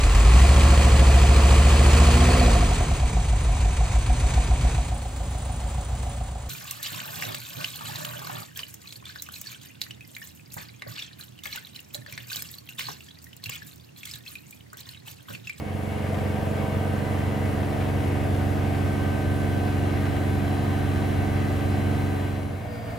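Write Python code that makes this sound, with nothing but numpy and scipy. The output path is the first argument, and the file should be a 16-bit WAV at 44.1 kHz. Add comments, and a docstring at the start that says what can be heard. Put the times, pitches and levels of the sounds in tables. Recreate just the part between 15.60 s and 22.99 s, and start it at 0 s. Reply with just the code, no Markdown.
"""A front-loading washing machine spins at top speed in a kitchen, its unbalanced drum humming through the cabinet.
The stereo microphone starts a metre back from its closest place and moves in to the door.
The hum is a set of sines locked to the drum; motor, bearing and drain pump add thin sines of their own.
Coloured noise makes the air in the tub, the spray, the panel, the belt's whirr and a rattle of fittings.
Near the end it cross-fades into a slower, more distant spin with a sinking whine and soft knocks."""
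import sys
import numpy as np
from scipy import signal
from scipy.fft import rfft, irfft, next_fast_len
from scipy.io import wavfile
from scipy.ndimage import uniform_filter1d, map_coordinates

SR = 44100
rng = np.random.default_rng(int(sys.argv[2]) if len(sys.argv) > 2 else 0)


def generate_wav(signal):
    """Clip the signal to [-1, 1] and save it as 16-bit WAV at the path in sys.argv[1]."""
    frames = np.transpose(np.atleast_2d(signal))
    scaled = np.clip(frames, -1, 1) * 32767
    pcm = np.round(scaled).astype(np.int16)
    wavfile.write(sys.argv[1], SR, pcm)


N = 325863

DRUM_HZ = 23.53
BELT_RATIO = 10.68  # turns of the motor shaft for each turn of the drum
# Layers of the fast spin, each: level in dB at the closest place, dB lost per metre back.
BOOM, HUM = (-27, 4.6), (-28, 4.05)
RUMBLE, AIR, SPRAY = (-35, 3.9), (-37.5, 2.7), (-53.4, 1.3)
BALL_PASS, SLOT_WHINE = (-46, 2.1), (-60, 0)


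def fast_spin():
    """The drum's speed is held almost constant; hum and motor follow it, and most layers grow as the microphone nears."""
    turns = DRUM_HZ * (clock() - .0192) + 0.0017 * wobble(2.094)
    spray_db = heard_db(SPRAY)
    nearness = amp(spray_db - np.median(spray_db))  # a gain, 1 at the middle distance
    tones = drum(turns) + motor(turns, nearness)
    tones = tones + nearness * (pump() + bearing())
    return tones + air(turns) + whirr() + rattle()


# What the drum shakes out of the cabinet, right at the door; drum() raises it by 1 dB.
# Each row: multiple of the drum speed, level in dB against the hum.
DRUM_AT_DOOR = [(1, -26), (2, -18.5), (3, -11.5), (4, 0), (5, -10), (6, -6.5), (7, -34), (8, -19.5),
                (9, -8.5), (10, -19), (11, -31), (12, -7), (13, -19.5), (14, -32), (15, -14), (16, -20),
                (17, -48), (18, -16), (19, -26), (20, -21), (21, -24.5), (22, -39), (23, -32), (24, -23),
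                (25, -31), (26, -32.5), (27, -24), (28, -36), (29, -30), (30, -21)]
# The same shaking heard a step away; drum() raises it by 0.2 dB.
# Each row: multiple of the drum speed, level in dB against the hum.
DRUM_STEP_AWAY = [(1, -36.5), (2, -19.5), (3, -11), (4, -19), (5, -9), (6, -5.5), (7, -12.5), (8, -13.5),
                  (9, -4.5), (10, -17), (11, -23), (12, -11.5), (13, -12), (14, -17.5), (15, -20.5),
                  (16, -29.5), (17, -22), (18, -11.5), (19, -20), (20, -16.5), (21, -14.5), (22, -17.5),
                  (23, -19.5), (24, -19), (25, -24), (26, -25), (27, -29), (28, -15), (29, -23),
                  (30, -24.5)]
BOOMING_ORDER = 4
APPROACH_START_S, APPROACH_END_S = 0.91, 2.46  # the microphone leans in to the door
LAG_TURNS, SCATTER_RAD = 0.1311, 2.03  # delay and phase smear of the highest order


def drum(turns):
    """The unbalanced load thumps the cabinet once a turn; the colour changes with the microphone's place."""
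    near = np.clip((clock() - APPROACH_START_S) / (APPROACH_END_S - APPROACH_START_S), 0, 1)
    boom_db, hum_db = heard_db(BOOM), heard_db(HUM)
    phases = ring_phases(np.array(DRUM_STEP_AWAY)[:, 1])
    out = np.zeros((2, N))
    for (order, near_db), (_, far_db), phase in zip(DRUM_AT_DOOR, DRUM_STEP_AWAY, phases):
        level_db = hum_db + near * (near_db + 1) + (1 - near) * (far_db + 0.2)
        if order == BOOMING_ORDER:  # a room mode gives this order a level of its own
            level_db = boom_db
        # high orders arrive later, more smeared by echoes, and less steady
        high = order / len(DRUM_AT_DOOR)
        smear = SCATTER_RAD * high * rng.standard_normal()
        # at the door, glass and panels sound out of step and the thump blurs into a hum
        smear = smear + .55 * near * rng.standard_normal()
        cycles = order * (turns - LAG_TURNS * high) + (phase + smear) / (2 * np.pi)
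        out -= amp(level_db) * tone(order * DRUM_HZ, cycles, waver_db=-0.36 + 2.3 * high, drift=0.41 * high)
    return out


def ring_phases(levels_db):
    """The phase of each harmonic when a body with these levels rings after a push (minimum phase)."""
    cepstrum = irfft(np.log(amp(np.r_[levels_db[0], levels_db, levels_db[-1]])))
    cepstrum[len(cepstrum) // 2:] = 0
    return 2 * rfft(cepstrum).imag[1:-1]


# The shaft's own hum and a faint upper whine.
# Each row: multiple of the shaft speed, level in dB at the middle distance.
SHAFT_TONES = [(1, -53), (24, -71.5), (28, -77), (32, -74), (40, -67.5)]
# strong tones, in multiples of the shaft speed: ball pass, its octave, slot whine, its octave
WHINE_ORDERS = (3.0745, 6.149, 8, 16)
INVERTER_HZ, INVERTER_DB = 10971, -67.5  # switching whistle, level at the middle distance


def motor(turns, nearness):
    """The belt-driven motor sings at multiples of its shaft speed, with its bearing and its inverter."""
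    shaft_hz = BELT_RATIO * DRUM_HZ
    # the load tugs at the belt once a turn, and the belt flutters
    shaft = BELT_RATIO * turns + .003 * np.sin(2 * np.pi * turns) + .0015 * wobble(45)
    whine = sum(amp(db) * tone(order * shaft_hz, order * shaft, waver_db=0.5, drift=.4)
                for order, db in zip(WHINE_ORDERS, whine_levels()))
    upper = sum(amp(db) * tone(order * shaft_hz, order * shaft, waver_db=2.5, drift=.6)
                for order, db in SHAFT_TONES)
    whistle_cycles = INVERTER_HZ * clock() + .1 * wobble(45)
    whistle = amp(INVERTER_DB) * tone(INVERTER_HZ, whistle_cycles, waver_db=2.5, drift=.9)
    return whine + nearness * (upper + whistle)


# The ball pass's octave comes and goes with the microphone's place. Each row: time in seconds, level in dB.
BALL_OCTAVE = [(0, -62), (1.2, -51.5), (2.3, -58), (2.9, -56), (3.35, -47.5), (3.7, -45), (4.4, -49.5),
               (6.45, -50)]
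# The slot whine's octave stands out only close to the door. Each row: time in seconds, level in dB.
SLOT_OCTAVE = [(0, -73), (1.6, -63.5), (2.8, -69), (3.6, -62.5), (4.8, -58.5), (6.45, -58.3)]
# The slot whine swells briefly. Each row: peak time in seconds, rise in dB.
SLOT_SWELLS = [(1.5, 8), (1.8, 9), (2.5, 6.5), (4.5, 4), (5.6, 7), (5.9, 9.5), (6.4, 6.5)]


def whine_levels():
    """The levels in dB of the motor's four strong tones."""
    ball_octave_db, = curves(BALL_OCTAVE)
    slot_octave_db, = curves(SLOT_OCTAVE)
    slot_db = heard_db(SLOT_WHINE) + swells(SLOT_SWELLS, half_s=0.17)
    return heard_db(BALL_PASS), ball_octave_db, slot_db, slot_octave_db


# The drum bearing's strongest partials. Each row: frequency in Hz, level in dB at the middle distance.
BEARING = [(988, -58), (1247, -59), (1490, -64), (1600, -62), (1647, -63), (1820, -61.5), (1953, -64),
           (2213, -61), (2536, -64), (2821, -65), (3063, -68), (3270, -69), (3521, -68.5)]


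def bearing():
    """The drum bearing sings in thin partials that flutter and break up, each on its own."""
    return sum(amp(db) * tone(hz, hz * clock() + .12 * wobble(22), waver_db=4, drift=1.6)
               for hz, db in BEARING)


MAINS_HZ = 50
# The pump's buzz. Each row: multiple of the mains, level in dB at the middle distance.
PUMP = [(2, -46), (4, -42.5), (6, -50)]


def pump():
    """The drain pump buzzes at even multiples of the mains."""
    return sum(amp(db) * tone(order * MAINS_HZ, order * MAINS_HZ * clock(), waver_db=4.0, drift=0.063)
               for order, db in PUMP)


# Noise colours of the tub's rumble, the air past the drum, the spray, a cabinet panel's resonances
# and a resonance of the door. Each row: frequency in Hz, relative level in dB per Hz.
TUB = [(20, -35), (40, -24), (55, -5), (70, -8), (83, 2), (105, -6.5), (125, -6), (160, -10.5), (185, -17),
       (215, -5), (262, -22), (310, -9), (400, -14), (470, -14.5), (600, -35)]
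RUSH = [(420, -30), (530, -5), (650, 0.5), (740, 3), (830, -6.5), (1000, -8), (1100, -9.5), (1240, -9),
        (1340, -13.5), (1450, -11.5), (1580, -10.5), (1900, -10.5), (2060, -12.5), (2200, -13), (2430, -16),
        (2620, -15), (3080, -17.5), (3550, -21.5), (3800, -23), (6000, -30.5)]
HISS = [(2500, -20), (4500, -2.5), (5900, -4.5), (7400, -1.5), (11000, -2.5), (15200, -5)]
PANEL = [(380, -25), (440, -4.5), (485, -2), (560, -3.5), (610, -8), (655, -3.5), (700, -15)]
DOOR = [(820, -25), (930, 1), (1000, -2.5), (1060, -17)]
# How loudly the panel shivers; air() plays it 5.5 dB lower. Each row: time in seconds, level in dB.
SHIVER = [(0.15, -49), (0.5, -35.5), (1.4, -33), (2.6, -38), (3.9, -39.5), (5.3, -51), (6.45, -50)]
# How loudly the door rings at the microphone's place. Each row: time in seconds, level in dB.
DOOR_RING = [(0.2, -60), (0.7, -50), (1.8, -49), (3.0, -59)]
GRIND_SHARE = .2  # share of the rush's power that repeats with every turn
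RUSH_LAG_TURNS = 0.64  # the rush swells this long after each thump


def air(turns):
    """Tub rumble, panel, rushing air and hissing spray throb with the drum's turns; the door rings steadily."""
    angle = 2 * np.pi * turns
    throb = unit(np.cos(angle) + 0.57 * np.cos(2 * angle) + 0.96 * np.cos(3 * angle))
    rumble = amp(heard_db(RUMBLE) + 0.6 * throb) * noise(TUB, width_db=10.0, ripple_db=2.5)

    panel_db = curves(SHIVER)[0] - 5.5
    panel = amp(panel_db + 1.7 * throb) * noise(PANEL, width_db=-8.0, ripple_db=2.5)
    door = amp(curves(DOOR_RING)[0]) * noise(DOOR, width_db=1, ripple_db=0)

    rushing = eddies(noise(RUSH, width_db=0, ripple_db=1.1))
    rushing = np.sqrt(1 - GRIND_SHARE) * rushing + np.sqrt(GRIND_SHARE) * grind(turns, RUSH)
    swish = np.cos(2 * np.pi * (turns - RUSH_LAG_TURNS))
    rush = amp(heard_db(AIR) + 0.6 * swish + 0.29 * wobble(11)) * rushing

    spray = eddies(noise(HISS, width_db=0, ripple_db=1.2))
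    flutter_db = .22 * throb + .25 * wobble(14)
    hiss = amp(heard_db(SPRAY) + flutter_db) * spray
    return rumble + panel + door + rush + hiss


def grind(turns, spectrum):
    """The bearing's roughness: the same stretch of noise comes round with every turn of the drum."""
    size = 4096  # points in one turn
    hz = np.arange(size // 2 + 1) * DRUM_HZ
    colour = amp(along(spectrum, hz)) * (hz > spectrum[0][0]) * (hz < spectrum[-1][0])
    mid, side = rfft(rng.standard_normal((2, size))) * colour
    side = side * amp(along(WIDTH, hz))
    one_turn = irfft(np.array([mid + side, mid - side]) * lean(hz))
    pair = np.array([np.interp(turns, np.arange(size) / size, ear, period=1) for ear in one_turn])
    return pair / np.sqrt(np.mean(pair.mean(axis=0) ** 2))


EDDY_DB = 1.0  # rms depth of the turbulent patches


def eddies(x):
    """Turbulence: patches of the noise in time and frequency grow and fade on their own."""
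    z = signal.stft(x, nperseg=512)[2]
    field = rng.standard_normal(z.shape[1:])
    field = uniform_filter1d(uniform_filter1d(field, size=6, axis=0), size=18, axis=1)
    patchy = signal.istft(z * amp(EDDY_DB * unit(field)), nperseg=512)[1][:, :N]
    return unit(patchy) * np.std(x)


# The whirr's colour. Each row: frequency in Hz, relative level in dB per Hz.
WHIRR = [(2050, -18), (2140, 2.5), (2215, 3.5), (2300, -15.5)]
# The whirr flares up. Each row: peak time in seconds, rise in dB.
WHIRR_SWELLS = [(0.3, 7), (0.62, 5), (1.12, 6)]
WHIRR_DB = -57  # between swells


def whirr():
    """A narrow, restless band of noise, probably the belt, that flares up a few times."""
    level_db = WHIRR_DB + swells(WHIRR_SWELLS, half_s=0.065)
    restless_db = 2.5 * wobble(10)
    return amp(level_db + restless_db) * noise(WHIRR, width_db=3, ripple_db=1.5)


# The fittings' colour. Each row: frequency in Hz, relative level in dB per Hz.
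RATTLE = [(850, -3.5), (1150, 3), (1380, -5), (1700, 1.5), (2050, -1), (2550, -6.5), (3100, -8),
          (3800, -13.5)]
# The rattle surges. Each row: peak time in seconds, rise in dB.
RATTLE_SURGES = [(2.15, 3), (4.53, 6)]
RATTLE_DB, TICKS_PER_S, TICK_DECAY_S = -51, 260, .003


def rattle():
    """Loose fittings chatter faintly: small uneven ticks of noise, each dying away, that come in surges."""
    tick_db = 1.5 * rng.standard_normal(N) + 1.2 * wobble(6)
    ticks = (rng.random(N) < TICKS_PER_S / SR) * amp(tick_db)
    keep = np.exp(-1 / (TICK_DECAY_S * SR))
    envelope = unit(signal.lfilter([1], [1, -keep], ticks))
    level_db = RATTLE_DB + swells(RATTLE_SURGES, half_s=.12)
    return amp(level_db) * envelope * noise(RATTLE, width_db=0, ripple_db=2.0)


# The slower spin loses speed. Each row: time in seconds, drum speed in Hz.
SLOW_SPEED = [(6.9, 18.668), (7.12, 18.582), (7.39, 18.453)]
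# What the slower drum shakes out of the cabinet. Each row: multiple of the drum speed, level in dB.
SLOW_HUM = [(4, -48), (5, -42.5), (6, -38.5), (7, -50), (9, -47), (10, -51), (12, -47), (15, -47),
            (16, -54), (26, -51), (35, -51), (37, -53)]
# The slower motor's tones. Each row: multiple of the shaft speed, level in dB.
SLOW_MOTOR = [(3.0745, -50.5), (4, -56), (9.2235, -59)]
# The slower motor's high whine swells and weakens. Each row: time in seconds, level in dB.
SLOW_WHINE = [(6.9, -78), (7.12, -61), (7.25, -60.5), (7.39, -63.5)]
# Colour of the slower spin's air. Each row: frequency in Hz, relative level in dB per Hz.
SLOW_RUSH = [(25, -22), (60, 0), (100, -1), (140, -4), (200, -3), (255, -11), (305, -5), (395, -13),
             (480, -2), (560, -11), (655, -1.5), (730, -5), (880, -14), (1100, -13.5), (1650, -18),
             (2250, -19), (3500, -27), (5500, -33.5), (10000, -36), (15500, -37)]
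SLOW_WHINE_ORDER = 24  # multiple of the shaft speed
SLOW_RUSH_DB, SLOW_WHIRR_DB = -38.5, -57


def slow_spin():
    """The drum losing speed, from further back: its hum, blurred by echoes, sinks with the motor's whine."""
    speed_hz, = curves(SLOW_SPEED)
    whine_db, = curves(SLOW_WHINE)
    turns = np.cumsum(speed_hz) / SR
    drum_hz = SLOW_SPEED[1][1]  # sets each tone's stereo place only
    shaft, shaft_hz = BELT_RATIO * turns, BELT_RATIO * drum_hz
    hum = sum(amp(db) * tone(order * drum_hz, order * turns + rng.random(), waver_db=2, drift=.5)
              for order, db in SLOW_HUM)
    whine = sum(amp(db) * tone(order * shaft_hz, order * shaft + .09 * wobble(50), waver_db=1.5, drift=.5)
                for order, db in [*SLOW_MOTOR, (SLOW_WHINE_ORDER, whine_db)])
    rocking_db = .7 * wobble(22)
    rush = amp(SLOW_RUSH_DB + rocking_db) * noise(SLOW_RUSH, width_db=1.5, ripple_db=2.4)
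    belt = amp(SLOW_WHIRR_DB) * noise(WHIRR, width_db=-2, ripple_db=4)
    return hum + whine + rush + belt


# The slowing tub knocks softly; the cross-fade lowers it. Each row: start in seconds, level in dB.
KNOCKS = [(7.056, -22.5), (7.191, -31), (7.322, -29.5), (7.335, -29)]
# How the struck tub rings. Each row: frequency in Hz, level in dB, time to fall 60 dB in seconds.
KNOCK_MODES = [(660, -8, 0.044), (710, -2, 0.04), (780, -7, 0.029)]
KNOCK_RISE_S = .002


def knocks():
    """Soft, dull knocks of the tub against its mounts: a few short-lived ringing modes."""
    out = np.zeros(N)
    for start_s, db in KNOCKS:
        t = np.maximum(clock() - start_s, 0)
        ring = sum(amp(level - 60 * np.minimum(t / t60, 5)) * np.sin(2 * np.pi * hz * t)
                   for hz, level, t60 in KNOCK_MODES)
        out += amp(db) * ring * (1 - np.exp(-t / KNOCK_RISE_S))
    return out


# The microphone walks up to the door and leans in.
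# Each row: time in seconds, distance in metres back from the closest place.
DISTANCE = [(0.3, 1.0), (1.2, 0.58), (2.3, 0.17), (5.3, 0.013)]


def heard_db(layer):
    """A layer's level over time, falling with the microphone's distance."""
    door_db, loss_db_per_m = layer
    metres, = curves(DISTANCE)
    return door_db - loss_db_per_m * metres


# Stereo width before a layer's own offset. Each row: frequency in Hz, side minus mid in dB.
WIDTH = [(60, -35), (110, -9.5), (200, -15.5), (380, -9.5), (700, -2.5), (1290, -4), (2380, -4), (4400, -8),
         (8120, -5), (15000, 1.5)]


def tone(hz, turns, waver_db, drift):
    """A stereo sine of rms 1 that wavers in level and phase; room echoes shift it between the ears."""
    apart = np.arctan(amp(along(WIDTH, hz))) * rng.choice([-1, 1]) * np.array([[1], [-1]])
    phase = 2 * np.pi * turns + drift * wobble(2.98) + apart
    waver = unit(amp(waver_db * wobble(7)))
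    return np.sqrt(2) * lean(hz) * waver * np.cos(phase) / np.cos(apart)


RIPPLE_HZ = 22  # spacing of the small resonances of cabinet and kitchen


def noise(spectrum, width_db, ripple_db):
    """Stereo noise with a mid of rms 1, rippled by many small resonances: narrower in the bass than the treble."""
    low, high = spectrum[0][0], spectrum[-1][0]
    knots = rng.standard_normal(int(SR / RIPPLE_HZ))

    def colour(hz):
        ripple = ripple_db * np.interp(hz / RIPPLE_HZ, np.arange(len(knots)), knots)
        skirts = np.minimum(hz / low, 1) ** 2 / np.maximum(hz / high, 1) ** 2
        return amp(along(spectrum, hz) + ripple) * skirts

    mid, side = filtered(rng.standard_normal((2, N)), colour)
    mid = unit(mid)
    side = filtered(unit(side), lambda hz: amp(along(WIDTH, hz) + width_db))
    return filtered(np.array([mid + side, mid - side]), lean)


# Balance of the two ears. 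Each row: frequency in Hz, left minus right in dB.
LEAN = [(60, -2), (110, -1), (200, -3.5), (380, -2), (700, 1.5), (1290, 0), (2380, 3.5), (4400, 2.5),
        (8120, 0), (15000, 0.0)]


def lean(hz):
    """Left and right gains at a frequency."""
    half = along(LEAN, np.atleast_1d(hz)) / 2
    return amp(np.array([half, -half]))


def swells(rows, half_s):
    """A rise in dB over time, from (peak s, rise dB) rows of smooth swells, each about two half_s long."""
    return sum(rise_db * np.exp(-((clock() - s) / half_s) ** 2) for s, rise_db in rows)


def wobble(rate):
    """A smooth random curve, rate knots a second."""
    knots = rng.standard_normal(int(N * rate / SR) + 4)
    return map_coordinates(knots, [clock() * rate], mode="mirror")


def curves(rows):
    """One value per sample for each column after the time."""
    s, *cols = np.transpose(rows)
    return [np.interp(clock(), s, c) for c in cols]


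def along(points, hz):
    """Read (Hz, value) points on a log axis."""
    f, v = np.transpose(points)
    return np.interp(np.log(hz + 1), np.log(f + 1), v)


def filtered(x, response):
    """x with its spectrum multiplied by a response of frequency."""
    m = next_fast_len(N + SR // 2)
    return irfft(rfft(x, m) * response(np.fft.rfftfreq(m, 1 / SR)), m)[..., :N]


def amp(db):
    """Decibels to gain."""
    return 10 ** (np.asarray(db) / 20)


def unit(x):
    """Scale to rms 1."""
    return x / np.sqrt(np.mean(x ** 2) + 1e-20)


def clock():
    """The time of every sample in seconds."""
    return np.arange(N) / SR


FADE_IN_S, FADE_IN_DB = 0.46, -4.5  # length and starting level of the opening fade
CROSS_START_S, CROSS_END_S = 6.41, 7.116


def scene():
    """The fast spin fades in, and later gives way to the slower one."""
    opening = np.interp(clock(), [0, FADE_IN_S], [amp(FADE_IN_DB), 1])
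    share = np.clip((clock() - CROSS_START_S) / (CROSS_END_S - CROSS_START_S), 0, 1)
    fast = opening * (1 - share) ** 0.69 * fast_spin()
    slow = share ** 2.2 * (slow_spin() + knocks())
    return fast + slow


TOP_HZ = 15800


def record(dry):
    """The camera's microphone keeps nothing above its band limit."""
    return filtered(dry, lambda hz: hz < TOP_HZ)


dry = scene()
out = record(dry)
generate_wav(out)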